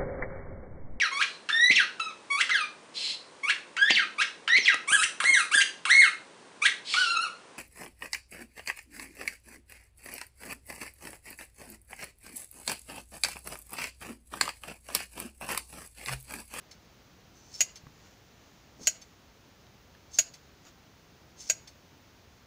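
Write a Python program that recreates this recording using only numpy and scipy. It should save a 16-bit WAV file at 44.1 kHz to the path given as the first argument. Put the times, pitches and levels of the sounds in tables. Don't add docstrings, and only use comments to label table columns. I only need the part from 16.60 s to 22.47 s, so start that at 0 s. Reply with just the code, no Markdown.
import sys
import numpy as np
from scipy import signal
from scipy.fft import rfft, irfft, next_fast_len
from scipy.io import wavfile
from scipy.ndimage import uniform_filter1d

SR = 44100
rng = np.random.default_rng(int(sys.argv[2]) if len(sys.argv) > 2 else 0)


def materialize(psi):
    bounded = np.clip(np.atleast_2d(psi).T, -1, 1)
    quanta = np.round(bounded * 32767).astype(np.int16)
    wavfile.write(sys.argv[1], SR, quanta)


N = 258733
TIME = np.arange(N) / SR

# start_s, level_db, band_hz, band_db, crack_tilt_db_per_octave, bounce_delay_s, bounce_db
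SNIPS = [(1.0062, -14.5, 2810, 4.5, 0, 0.0056, -1.7), (2.2709, -13.5, 4200, -2.5, -0.5, .0054, -7),
         (3.5862, -13, 1500, 4.5, 0.2, 0.0066, -4.5), (4.8979, -16.5, 1550, 3.5, -0.5, .0054, -6.5)]


def clacks():
    out = np.zeros(N)
    for start_s, level_db, band_hz, band_db, tilt_db, bounce_delay_s, bounce_db in SNIPS:
        add(out, start_s, from_db(level_db) * steel_hit(band_hz, band_db, tilt_db))
        bounce = steel_hit(band_hz, band_db, tilt_db, scatter_turns=0.94)
        add(out, start_s + bounce_delay_s, from_db(level_db + bounce_db) * bounce)
    return out


def steel_hit(band_hz, band_db, tilt_db, scatter_turns=0.22, ring_db=6.0, crack_db=0.5,
              crack_fade_s=0.033, rise_s=0.00097):
    # pitch_hz, level_db, fade_s
    shear_tones = [(540, -33, .04), (653, -24, 0.11), (1543, -11.5, 0.018), (1607, -19.5, 0.037),
                   (2034, -9, 0.028), (2242, -14, 0.056), (2463, -14, .028), (2550, -10, 0.024),
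                   (2840, -6, 0.013), (4240, -10, 0.036), (4520, -5.5, 0.024), (4650, -16.5, .028),
                   (4950, -9.5, .03), (4900, -11.5, .04), (5440, -20, 0.038), (5790, -12.5, 0.03),
                   (5780, -10, .03), (6360, -8.5, 0.016), (6465, 0.5, 0.025), (6695, 4, 0.045),
                   (6826, 0, 0.025), (6750, -11.5, 0.019), (7230, -7.5, 0.042), (7360, -7.5, 0.036),
                   (11870, -22.5, 0.033)]
    # pitch_hz, level_db
    crack_colour = [(300, -38), (600, -4), (850, -26), (1500, -14.5), (1800, -18.5), (2700, .5),
                    (3600, -11.5), (4600, -6), (6000, -3.5), (6800, 7.5), (7900, -8), (10500, -18.5),
                    (15000, -16.5)]

    def band_change(hz):
        return band_db * swell(np.log2(hz), np.log2(band_hz), half_width=.2)

    t = TIME[:SR // 6]
    pitch_hz, level_db, fade_s = np.transpose(shear_tones)[:, :, None]
    strength = from_db(level_db + band_change(pitch_hz) - rng.standard_normal(pitch_hz.shape))
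    turns = pitch_hz * t + scatter_turns * rng.standard_normal(pitch_hz.shape)
    tones = strength * dying(t, fade_s) * np.sin(2 * np.pi * turns)
    ring = tones.sum(axis=0) / np.linalg.norm(strength)
    colour = [(hz, db + tilt_db * np.log2(hz / 4000) + band_change(hz)) for hz, db in crack_colour]
    crack = coloured(rng.standard_normal(len(t)), colour) * dying(t, crack_fade_s)
    return (from_db(ring_db) * ring + from_db(crack_db) * crack) * (1 - np.exp(-t / rise_s))


def hair_cuts(strand_s=.005, strand_db=1.5, blade_db=-3, wobble_hz=110, tip_hz=5563):
    # middle_s, half_length_s, level_db, squeak_hz, squeak_db
    bites = [(0.954, .008, -37.5, 5380, 9.5), (2.236, 0.0084, -55, 6500, -6),
             (3.551, .008, -39.5, 6310, 12), (4.815, 0.018, -48.5, 6380, -1)]
    # pitch_hz, level_db
    hair_colour = [(1000, -19.5), (3200, -11), (4500, -5), (5400, 0), (6700, 2), (8000, -9.5),
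                   (9500, -15.5), (11000, -33.5), (15000, -19)]
    strands = rms_one(uniform_filter1d(rng.standard_normal(N), round(strand_s * SR)))
    snaps = grains(per_s=3300, spread_db=0.0) * from_db(strand_db * strands)
    crunch = rms_one(coloured(snaps, hair_colour) + from_db(blade_db) * blade_ring(snaps))
    wobble = wobble_hz * rms_one(uniform_filter1d(rng.standard_normal(N), size=150))

    def rub(squeak_hz, squeak_db):
        squeak = np.sqrt(2) * np.sin(2 * np.pi * np.cumsum(squeak_hz + wobble) / SR)
        return rms_one(crunch + from_db(squeak_db) * squeak)

    out = sum(from_db(level_db) * swell(TIME, middle_s, half_s) * rub(squeak_hz, squeak_db)
              for middle_s, half_s, level_db, squeak_hz, squeak_db in bites)
    easing = edge_drag(full_s=.77, level_db=-59) * (TIME < bites[0][0])
    out += easing * rub(squeak_hz=6100, squeak_db=0)
    for (bite_s, _, _, bite_hz, _), (stop_s, *_) in zip(bites, SNIPS):
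        glide_hz = np.interp(TIME, [bite_s, stop_s], [bite_hz, tip_hz])
        out += closing_stroke(bite_s, stop_s) * rub(glide_hz, squeak_db=-9)
    return out


def closing_stroke(bite_s, stop_s, drag_db=-47, rush_db=-43.5, rush_s=0.011):
    rush = from_db(rush_db) * swell(TIME, stop_s, rush_s)
    return (edge_drag(bite_s, drag_db) + rush) * (TIME < stop_s)


def edge_drag(full_s, level_db, rise_s=0.023):
    return from_db(level_db) * swell(np.minimum(TIME, full_s), full_s, rise_s)


def blade_openings(rasp_db=-7, rise_s=0.0042, fade_s=0.075):
    # start_s, level_db, boost_hz
    openings = [(.110, -45, 4900), (1.156, -41, 6700), (2.413, -45.5, 6340), (3.736, -43.5, 4400),
                (5.073, -43.5, 2120)]
    # pitch_hz, level_db
    slide_colour = [(1000, -19), (2200, 8), (3000, 3.5), (3600, 6), (4500, -5), (6300, 5), (7500, -14),
                    (9800, -21), (11000, -34), (15000, -23)]
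    chatter = grains(per_s=4200, spread_db=-1.5)
    rasp = from_db(rasp_db) * coloured(chatter, slide_colour)
    out = np.zeros(N)
    for start_s, level_db, boost_hz in openings:
        t = np.maximum(TIME - start_s, 0)
        push = from_db(level_db) * dying(t, fade_s) * (1 - np.exp(-t / rise_s))
        out += push * (blade_ring(chatter, boost_hz, boost_db=3.5) + rasp)
    return out


def blade_ring(chatter, boost_hz=4500, boost_db=0):
    # pitch_hz, width_hz, level_db
    blade_tones = [(2080, 160, -15.5), (2400, 53, -17), (3530, 49, -6), (4160, 62, -1.5), (4543, 71, 4.5),
                   (5344, 124.6, 5.5), (6220, 89, 6.5), (7200, 85, -5.5), (8500, 100, -21.5),
                   (9400, 80, -34.5), (9160, 90, -21.5)]
    ring = np.zeros(N)
    for pitch_hz, width_hz, level_db in blade_tones:
        extra_db = boost_db * swell(np.log2(pitch_hz), np.log2(boost_hz), half_width=0.12)
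        ring += from_db(level_db + extra_db) * rms_one(resonance(chatter, pitch_hz, width_hz))
    return rms_one(ring)


def hoof_knocks(grit_db=-3.5, rise_s=0.00085):
    # start_s, level_db, pitch_hz
    knocks = [(1.234, -43.5, 97), (1.266, -41.5, 126), (1.267, -38.5, 1100), (3.067, -45, 3130),
              (3.350, -43, 1630)]
    out, t = np.zeros(N), TIME[:SR // 4]
    for start_s, level_db, hz in knocks:
        noise = rng.standard_normal(len(t))
        grit = rms_one(resonance(resonance(noise, hz, hz), hz, hz))
        fade_s = 0.048 * np.sqrt(110 / hz)
        loudness = from_db(level_db) * dying(t, fade_s) * (1 - np.exp(-t / rise_s))
        add(out, start_s, loudness * (np.sin(2 * np.pi * hz * t) + from_db(grit_db) * grit))
    return out


def boot_scuff(middle_s=2.215, half_s=.022, level_db=-51):
    # pitch_hz, level_db
    dirt_colour = [(80, -10), (180, 3.5), (450, -7), (1000, -15.5), (3000, -45)]
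    grinding = coloured(grains(per_s=2300, spread_db=2.5), dirt_colour)
    return from_db(level_db) * swell(TIME, middle_s, half_s) * grinding


def coat_rustles():
    # middle_s, half_length_s, level_db
    touches = [(1.456, 0.09, -66), (1.876, 0.18, -71), (4.071, 0.019, -56)]
    # pitch_hz, level_db
    coat_colour = [(300, 4), (800, 1), (3500, -4), (7000, 0.5), (8500, -22), (15000, -20)]
    loudness = sum(from_db(db) * swell(TIME, middle_s, half_s) for middle_s, half_s, db in touches)
    return loudness * coloured(grains(per_s=3200, spread_db=4.5), coat_colour)


def yard_echo(sound, wall_s=.0113, wall_db=-15, scatter_db=-14, far_db=-29, tail_db=-27):
    # pitch_hz, level_db
    near_colour = [(300, -2), (2500, -1.7), (5000, 0.98), (7000, -2.3), (9000, 1.0), (15000, -3.0)]
    far_colour = [(300, 13.5), (2600, -0.5), (5000, 0.5), (6800, -4.0), (8500, -4.0), (15000, -17)]
    t = TIME[:SR // 2]
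    scatter = coloured(rng.standard_normal(len(t)), near_colour) * dying(t, 0.13) * (t > wall_s / 2)
    far = coloured(rng.standard_normal(len(t)), far_colour) * swell(t, middle=0.08, half_width=0.018)
    tail = coloured(rng.standard_normal(len(t)), far_colour) * dying(t, 0.57) * (t > wall_s)
    echoes = np.zeros(len(t))
    echoes[0] = 1
    echoes[round(wall_s * SR)] = from_db(wall_db)
    for level_db, cloud in ((scatter_db, scatter), (far_db, far), (tail_db, tail)):
        echoes += from_db(level_db) * cloud / np.linalg.norm(cloud)
    return signal.fftconvolve(sound, echoes)[:N]


def still_air(level_db=-58):
    # pitch_hz, level_db
    air_colour = [(20, -25), (40, -6), (62, 1.5), (110, -0.5), (200, -4), (450, -9), (1200, -14),
                  (3500, -18.5), (6500, -20.5), (8000, -34), (14000, -37), (14700, -23), (15600, -27.5)]
    return from_db(level_db) * coloured(rng.standard_normal(N), air_colour)


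def from_db(db):
    return 10 ** (np.asarray(db) / 20)


def rms_one(x):
    return x / np.sqrt(np.mean(x ** 2) + 1e-20)


def coloured(noise, colour):
    hz, db = np.transpose(colour)
    size = next_fast_len(len(noise))
    bins_hz = np.maximum(np.fft.rfftfreq(size, 1 / SR), 1)
    gain = from_db(np.interp(np.log(bins_hz), np.log(hz), db))
    return rms_one(irfft(rfft(noise, size) * gain, size)[:len(noise)])


def dying(t, fade_s):
    return np.exp(-np.log(1000) * t / fade_s)


def swell(x, middle, half_width):
    return np.exp(-.5 * ((x - middle) / half_width) ** 2)


def add(track, start_s, sound):
    at = max(round(start_s * SR), 0)
    track[at:at + len(sound)] += sound[:N - at]


def grains(per_s, spread_db):
    sizes = from_db(spread_db * np.minimum(rng.exponential(1, N), 4)) * rng.choice([-1, 1], N)
    return rms_one(sizes * (rng.random(N) < per_s / SR))


def resonance(sound, pitch_hz, width_hz):
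    decay = np.exp(-np.pi * width_hz / SR)
    feedback = [1, -2 * decay * np.cos(2 * np.pi * pitch_hz / SR), decay * decay]
    return signal.lfilter([1, 0, -1], feedback, sound)


def scene():
    shears = from_db(-0.5) * clacks() + from_db(-5.0) * hair_cuts() + from_db(1.5) * blade_openings()
    air = still_air()
    shearing = yard_echo(shears + from_db(2.0) * coat_rustles())
    return (shearing + hoof_knocks() + boot_scuff() + air)[None]


def record(dry, ceiling=0.78, cutoff_hz=15600):
    rounded = ceiling * np.tanh(dry / ceiling)
    low_pass = signal.ellip(12, .1, 80, cutoff_hz, fs=SR, output="sos")
    return signal.sosfilt(low_pass, rounded)


dry = scene()
out = record(dry)
materialize(out)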